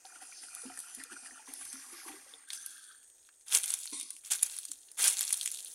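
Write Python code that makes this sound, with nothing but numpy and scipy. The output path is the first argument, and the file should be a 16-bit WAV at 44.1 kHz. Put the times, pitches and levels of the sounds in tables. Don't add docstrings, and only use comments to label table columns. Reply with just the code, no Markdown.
import sys
import numpy as np
from scipy import signal
from scipy.fft import rfft, irfft, next_fast_len
from scipy.io import wavfile
from scipy.ndimage import uniform_filter1d, map_coordinates

SR = 44100
rng = np.random.default_rng(int(sys.argv[2]) if len(sys.argv) > 2 else 0)


def persist_wave(psi):
    counts = np.round(np.clip(psi, -1, 1) * 32767).astype(np.int16)
    wavfile.write(sys.argv[1], SR, np.atleast_2d(counts).T)


def ratio(d):
    e = np.asarray(d, float) / 20
    return 10 ** e


N = 253134

# (frequency [Hz], relative density [dB])
FAR_HISS = [(120, -53), (200, -8.5), (366, -3), (964, -10), (1060, -16), (1860, -8.5), (2590, -30.5),
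            (5680, -15), (6570, -1.5), (7330, -6.5), (8180, -24), (15800, -19)]
# (centre [Hz], width [Hz], level [dB])
INSECTS = [(6720, 94, -79), (8300, 550, -70.5)]
# (time [s], level [dB])
NEAR_INSECT = [(0, -81), (1.8, -79), (2.0, -64), (2.9, -61.5), (3.2, -73.5), (3.5, -72), (5.74, -64)]
# (frequency [Hz], 60 dB decay time [s])
TRUNK_DECAY = [(300, 0.15), (3000, 0.088), (12000, 0.05)]

# (first touch [s], time to full weight [s], hold [s], crush [dB], rustle of settling leaves [dB],
# rustle fade [dB/s])
STEPS = [(2.476, 0.066, 0.0068, -52, -55, 60), (3.461, 0.069, 0.0084, -38.5, -53, 27),
         (3.499, 0.055, 0.005, -24, -41.5, 75), (4.234, 0.032, 0.0075, -47, -78, 36),
         (4.299, 0.019, 0.0089, -31, -44.5, 51), (4.969, 0.061, 0.055, -25, -39.5, 25.5)]
# (frequency [Hz], relative density [dB])
LEAF_CRISP = [(1470, -70), (2500, -10.5), (3860, -6), (4860, -8.5), (9020, 3), (10400, 4), (12700, -11.5),
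              (14900, -13), (16100, -8), (16600, -62)]
# (frequency [Hz], relative density [dB])
LEAF_BODY = [(180, -8), (300, -13), (813, -11.5), (968, -14), (1180, -14.5), (1760, -11.5), (3500, -9),
             (4550, -32), (7700, -120)]
# (time [s], relative level [dB], ring pitch [Hz], relative knock level [dB])
SNAPS = [(0.053, -40, 4120, -1), (0.5494, -27, 10400, -36), (0.775, -33.5, 9200, -30),
         (0.7901, -27, 9260, -43), (0.802, -29, 9900, -33), (0.949, -28, 10240, -44),
         (1.037, -27.5, 9820, -14), (1.5374, -26, 10160, -39), (1.6518, -30, 9830, -24),
         (1.729, -27.5, 8280, -21), (2.5035, -25.5, 3430, -21), (2.5323, -25.5, 9020, -2),
         (2.6618, -23.5, 10250, -26), (2.978, -52, 9100, 0), (3.03, -46.5, 9600, 0), (3.1, -46, 9500, -10),
         (3.2892, -41.5, 1750, -21), (3.41, -49, 7500, -2), (3.549, -9, 7520, -23),
         (3.6402, -19.5, 9300, -3), (3.6587, -20.5, 10480, -28), (3.7042, -18.5, 8340, -9),
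         (3.7386, -13.5, 9690, -41), (3.8564, -27.5, 9060, -3.5), (3.8747, -30, 3670, -33),
         (3.9987, -24.5, 9120, -15), (4.0114, -26, 9500, -4), (4.0292, -29, 9400, -19),
         (4.105, -23.5, 9200, -45), (4.1653, -35.5, 9530, 0.5), (4.335, -19, 6820, -25),
         (4.353, -31, 1480, -17), (4.4264, -16, 10150, -19), (4.43, -7, 9850, -40), (4.51, -36, 7940, -29),
         (4.566, -25.5, 9660, -32), (4.587, -23, 10080, -9.5), (4.652, -25.5, 8280, -38),
         (4.7162, -23.5, 8300, -40), (4.885, -47.5, 2780, -18), (4.907, -54, 7060, -27),
         (4.916, -33.5, 9760, -30), (5.0797, -10.5, 9030, -36), (5.192, -20, 7280, -6),
         (5.2088, -13.5, 10880, -5), (5.229, -19.5, 8070, -26), (5.3062, -22, 9150, -2),
         (5.3265, -13, 9650, -31), (5.33, -14, 9080, -26), (5.342, -18, 10220, -19),
         (5.375, -24, 10700, -23), (5.4119, -27, 8860, 9.5), (5.4306, -25.5, 8900, -3),
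         (5.459, -16, 9200, -6), (5.4756, -21.5, 8250, 2), (5.5159, -22.5, 10730, -32),
         (5.545, -26, 9550, -23), (5.594, -34, 9900, -28), (5.6471, -28.5, 10400, -44)]

# (time [s], rush in the middle modes [dB], spray in the high modes [dB]),
# as relative levels
STROKES = [
    [(0.0, -65, -60), (0.036, -69, -66), (0.056, -62.5, -52), (0.2, -63, -55.5), (0.25, -61.5, -50.5),
     (0.68, -57, -48.5), (0.99, -59.5, -51.5), (1.08, -61, -55.5), (1.19, -59, -50.5), (1.31, -57.5, -52),
     (1.46, -62, -58.5)],
    [(1.46, -61, -49), (1.53, -57, -52), (1.69, -58.5, -46.5), (1.8, -56.5, -48), (2.05, -54.5, -51),
     (2.2, -57.5, -54.5), (2.36, -65, -60), (2.42, -64, -69), (2.47, -69, -90)],
    [(2.47, -60, -88), (2.53, -59, -45.5), (2.73, -59, -57.5), (2.92, -58.5, -63), (2.96, -67, -85),
     (3.04, -72, -93), (3.12, -104, -80)],
    [(3.91, -69, -75), (3.932, -41.5, -37), (3.958, -51, -41), (4.172, -69.5, -57.5), (4.2, -100, -58)],
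]
# (centre [Hz], width [Hz], level [dB])
TUB_MODES = [
    [(710, 71, 5), (1400, 144, 6), (1850, 150, 5.5), (2485, 144, 6.5), (3020, 320, 0)],
    [(795, 116, 8.5), (1080, 100, 10), (1850, 270, 7.5), (2980, 68, -16), (2300, 1700, 5)],
    [(1264, 240, -5), (1566, 110, 7), (1756, 60, 6), (3370, 250, 1), (4540, 230, -4)],
    [(1090, 37, -1.5), (2020, 95, -10), (2260, 320, -8.5), (3840, 370, -0.5), (4550, 170, -3)],
]
MODE_CHURN = [2.5, 2.5, 1.2, 2.2]
AIR_BOOM = [-17, -12.5, -20, -13]
# (centre [Hz], width [Hz], level [dB])
SPRAY_MODES = [(5070, 730, -2.5), (5706, 66, -1), (6124, 134, 1), (7430, 46, -29), (7250, 210, -5),
               (9000, 25, 7.5), (8730, 470, 1.5), (8860, 120, -5), (10020, 800, 6.5)]
# (time [s], level against the spray [dB])
SHEEN = [(0, -15), (.7, -21), (.78, -8), (1.4, -24), (1.5, -15), (1.9, -10), (2.05, -4), (2.25, -10),
         (2.9, -37)]
# (crest [s], swell over the rush [dB])
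WAVES = [(0.16, 8.5), (0.224, 12), (0.437, 7.5), (0.702, 1), (1.004, 6), (1.124, 15), (1.17, 3.5),
         (1.262, 8.5), (1.492, 6), (1.616, 6), (1.743, 5.5), (1.93, 5.5), (2.082, 10.5), (2.535, 2)]
# (time [s], relative level [dB], pitch [Hz])
GULPS = [(0.049, -42.5, 763), (0.217, -55, 282), (0.219, -42.5, 726), (0.324, -43, 2340),
         (0.436, -49, 2520), (0.635, -46, 485), (0.652, -34.5, 266), (0.7, -40, 736), (0.7, -47.5, 261),
         (0.774, -37, 1790), (0.972, -44.5, 259), (0.997, -49.5, 296), (1.005, -40, 1830),
         (1.053, -57, 475), (1.125, -45, 270), (1.165, -38.5, 1440), (1.223, -54, 267), (1.26, -41, 1850),
         (1.309, -39.5, 1810), (1.317, -52, 267.5), (1.394, -47, 860), (1.475, -44, 1020),
         (1.484, -43, 298), (1.736, -43, 268), (1.927, -44.5, 341), (2.052, -44.5, 1090),
         (2.06, -42.5, 315), (2.099, -40, 307), (2.137, -44.5, 392), (2.263, -52, 530), (2.333, -53, 468),
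         (2.338, -37, 3520), (3.924, -37.5, 292), (4.692, -52.5, 272)]

# (frequency [Hz], gain [dB])
HEARD_TONE = [(60, -1), (170, -13), (230, -6), (11000, 2), (13000, 4), (15800, -4), (16300, -50)]
# (frequency [Hz], relative density [dB])
BASS_NOISE = [(20, 4.5), (60, 1), (100, 5.5), (140, -11), (200, -29), (400, -120)]


def unit(x):
    return x / np.sqrt(np.mean(x ** 2) + 1e-20)


def along(points, hz):
    f, v = np.transpose(points)
    return np.interp(np.log(hz + 1), np.log(f + 1), v)


def curves(rows):
    s, *columns = np.transpose(rows)
    t = np.arange(N) / SR
    inside = ((t >= s[0]) & (t <= s[-1])) * 1.
    gate = uniform_filter1d(inside, size=600, mode="nearest")
    return [np.interp(t, s, column) for column in columns], gate


def wobble(rate):
    return map_coordinates(rng.standard_normal(N // 100), [np.arange(N) * rate / SR])


def filtered(x, response):
    m = next_fast_len(N + 8192)
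    return irfft(rfft(x, m) * response(np.fft.rfftfreq(m, 1 / SR)), m)[:N]


def bass_cut(x, hz):
    return filtered(x, lambda f: (1j * f / (hz + 1j * f)) ** 2)


def modes(table):
    def response(f):
        total = 0
        for k, (centre, width, db) in enumerate(table):
            loss = 1j * f * width
            total = total + (-1) ** k * ratio(db) * loss / (centre * centre - f * f + loss)
        return total
    return response


def noise():
    return rng.standard_normal(N)


def grains(centre_hz, spread, cycles, uneven_db, count, size=96):
    when, z, e = rng.random(count), rng.standard_normal(count), rng.exponential(size=count)
    hz = np.clip(centre_hz * np.exp(spread * z), 700, 15000)[:, None]
    k = np.arange(size)
    turns = hz * k / SR
    gain = ratio(uneven_db * np.minimum(e, 4.5))[:, None]
    fade = np.exp(-turns / cycles) * np.cos(np.pi * k / size / 2)
    wave = gain * np.sin(2 * np.pi * turns) * fade
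    at = (when * N).astype(int)[:, None] + k
    return unit(np.bincount(at.ravel(), wave.ravel(), N + size)[:N])


def rough_sine(hz, t, steps, roughness):
    return np.sin(2 * np.pi * hz * t + roughness * np.cumsum(steps))


def add(track, s, sound):
    part = track[round(s * SR):][:len(sound)]
    part += sound[:len(part)]


def narrow_band(hz, width):
    return unit(filtered(noise(), lambda f: modes([(hz, width, 0)])(f) ** 2))


def forest():
    hiss = unit(filtered(noise(), lambda f: ratio(along(FAR_HISS, f))))
    far = ratio(-67.5 + 3.3 * wobble(3.43)) * hiss
    (near_db,), _ = curves(NEAR_INSECT)
    chorus = sum(ratio(db + 2.1 * wobble(12)) * narrow_band(hz, width) for hz, width, db in INSECTS)
    return far + chorus + ratio(near_db + 0.96 * wobble(12)) * narrow_band(9000, 190)


def trunks(x):
    hz, t, z = signal.stft(rng.standard_normal(SR // 4), SR, nperseg=256)
    decay = ratio(-60 * t / along(TRUNK_DECAY, hz)[:, None])
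    tail = signal.istft(z * decay, SR, nperseg=256)[1]
    return signal.fftconvolve(x, tail / np.linalg.norm(tail))[:N]


def patchy(x, depth_db):
    z = signal.stft(x, nperseg=256)[2]
    field = uniform_filter1d(rng.standard_normal(z.shape), size=5, axis=0)
    field = uniform_filter1d(field, size=3, axis=1)
    return unit(signal.istft(z * ratio(depth_db * unit(field)), nperseg=256)[1][:N])


def footfalls(crush_db, curve, settle_db, fade):
    touch_db, touch_s = -68, 0.0035
    release_db_per_s, settle_s, rest_db = 445, 0.19, -70.5
    t, power = np.arange(N) / SR, 0
    for s, rise, hold, peak, rustle, db_per_s in STEPS:
        load = np.clip((t - s) / rise, 0, 1) ** curve
        touch = min(touch_db, peak)
        since_hold = t - s - rise - hold
        press = touch + (peak - touch) * load - release_db_per_s * np.maximum(since_hold, 0)
        settle = rustle - fade * db_per_s * np.maximum(since_hold - settle_s, 0)
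        begun = np.clip((t - s) / touch_s, 0, 1)
        power = power + (begun * ratio(press + crush_db)) ** 2
        power = power + (load ** 2 * ratio(settle + settle_db)) ** 2
    rest = ratio(rest_db + settle_db) ** 2 * (t > STEPS[0][0])
    return np.sqrt(power + rest)


def leaves():
    level = footfalls(0, 0.37, 0, 1)
    bend = footfalls(-11.5, 0.23, -12.5, 2.05)
    dense = np.clip((20 * np.log10(level + 1e-9) + 42) / 20, 0, 1)
    cracks = grains(7550, 0.47, cycles=0.68, uneven_db=5.0, count=10000)
    mix = ((0.7 + 0.6 * dense) * noise() + cracks) / (1 + .5 * dense)
    crisp = patchy(filtered(mix, lambda f: ratio(along(LEAF_CRISP, f))), depth_db=2.5)
    dull = grains(1740, 0.31, cycles=9.9, uneven_db=1, count=4000)
    dull_mix = 3.27 * noise() + dull + .5 * cracks
    body = patchy(filtered(dull_mix, lambda f: ratio(along(LEAF_BODY, f))), depth_db=1.5)
    clumps_db = np.clip(1 - 0.62 * dense, .2, 1) * (2.06 * wobble(54) + 0.68 * wobble(180))
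    crush = ratio(clumps_db) * (level * crisp + bend * body)
    return bass_cut(crush, 450)


def snaps():
    out, t = np.zeros(N), np.arange(SR // 20) / SR
    rise = 1 - np.exp(-t / 0.0003)
    ring_t60, knock_t60, splinter_t60 = 0.0068, 0.0031, 0.021
    for s, db, hz, knock_db in SNAPS:
        chance = rng.standard_normal((3, len(t)))
        ring = rough_sine(hz, t, chance[0], 0.33) * ratio(-60 * t / ring_t60)
        knock = rough_sine(3200, t, chance[1], 0.47) * ratio(knock_db + 2.5 - 60 * t / knock_t60)
        fizz = ratio(-60 * t / splinter_t60 + 0.75 * chance[0])
        splinters = 0.26 * rough_sine(hz, t, chance[2], 0.634) * fizz
        add(out, s, ratio(db + 3.5) * rise * (ring + knock + splinters))
    return bass_cut(filtered(out, lambda f: 0.048 + 1 / (1 + (f / 12000) ** 8)), 1100)


def sloshed(x, table, own_db, drift):
    rings = 0
    for k, mode in enumerate(table):
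        rings = rings + ratio(own_db * wobble(16)) * filtered(x, modes([mode])) * (-1) ** k
    slide = np.cumsum(1 + drift * wobble(3.3))
    return unit(map_coordinates(rings, [slide * (N - 1) / slide[-1]], mode="reflect"))


def tub_spray(splash):
    bright = filtered(splash, lambda f: modes([(7500, 6000, 0)])(f) / (1 + (f / 10600) ** 16))
    spray = sloshed(bright, SPRAY_MODES, own_db=3, drift=.014)
    (sheen_db,), _ = curves(SHEEN)
    sheen = unit(filtered(splash, lambda f: modes([(11000, 1600, 0)])(f) ** 3))
    return spray + ratio(sheen_db) * sheen


def wave_swell():
    t, rise_s, fall_s = np.arange(N) / SR, 0.024, 0.026
    return sum(db * np.interp(t, [s - rise_s, s, s + fall_s], [0, 1, 0]) for s, db in WAVES)


def swilling():
    out = np.zeros(N)
    splash = noise() + 0.61 * grains(3150, 0.53, cycles=0.48, uneven_db=7.5, count=9000)
    slaps = noise() + 0.39 * grains(1710, 0.459, cycles=5.9, uneven_db=2.5, count=1200, size=400)
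    boom = narrow_band(285, 110)
    spray = tub_spray(splash)
    surge = wobble(18)
    wave_db = wave_swell()
    for rows, shape, churn_db, air_db in zip(STROKES, TUB_MODES, MODE_CHURN, AIR_BOOM):
        (rush_db, spray_db), gate = curves(rows)
        boom_db = rush_db + air_db + 1.5 * wave_db
        rush = sloshed(slaps, shape, own_db=churn_db, drift=0.018)
        out += gate * ratio(rush_db + wave_db + 1.12 * surge) * rush
        out += gate * ratio(spray_db - 3.0 + 0.66 * wave_db + 0.22 * surge) * spray
        out += gate * ratio(boom_db + 4 * wobble(25)) * boom
    return out


def gulps():
    out, t = np.zeros(N), np.arange(SR // 5) / SR
    knock_hz, knock_db, knock_t60 = 719, -10.5, 0.052
    for s, db, hz in GULPS:
        t60 = 0.054 * (1000 / hz) ** 0.87
        chance = rng.standard_normal((2, len(t)))
        swell = 1 - np.exp(-t * hz / 0.68)
        gulp = rough_sine(hz, t, chance[0], 0.041)
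        add(out, s, ratio(db + 0.5 - 60 * t / t60) * swell * gulp)
        thud = rough_sine(knock_hz, t, chance[1], 0.28)
        add(out, s, ratio(db + knock_db - 60 * t / knock_t60) * (1 - np.exp(-t / 0.0034)) * thud)
    return out


def tub():
    return bass_cut(swilling() + gulps(), 130)


def scene():
    near = tub() + leaves() + snaps()
    return (near + ratio(-9.0) * trunks(near) + forest())[None]


def roll_off(x):
    return signal.sosfilt(signal.butter(12, 16820, fs=SR, output="sos"), x)


def record(dry):
    heard = filtered(dry[0], lambda f: ratio(along(HEARD_TONE, f)))
    low = filtered(heard, modes([(300, 150, 0)]))
    low_level = np.sqrt(np.abs(uniform_filter1d(low ** 2, size=2000)))
    level = ratio(-28) * low_level + ratio(-93)
    texture = unit(filtered(noise(), lambda f: ratio(along(BASS_NOISE, f))))
    bass = ratio(3.1 * wobble(19)) * level * texture
    return roll_off((heard + bass)[None])


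dry = scene()
out = record(dry)
persist_wave(out)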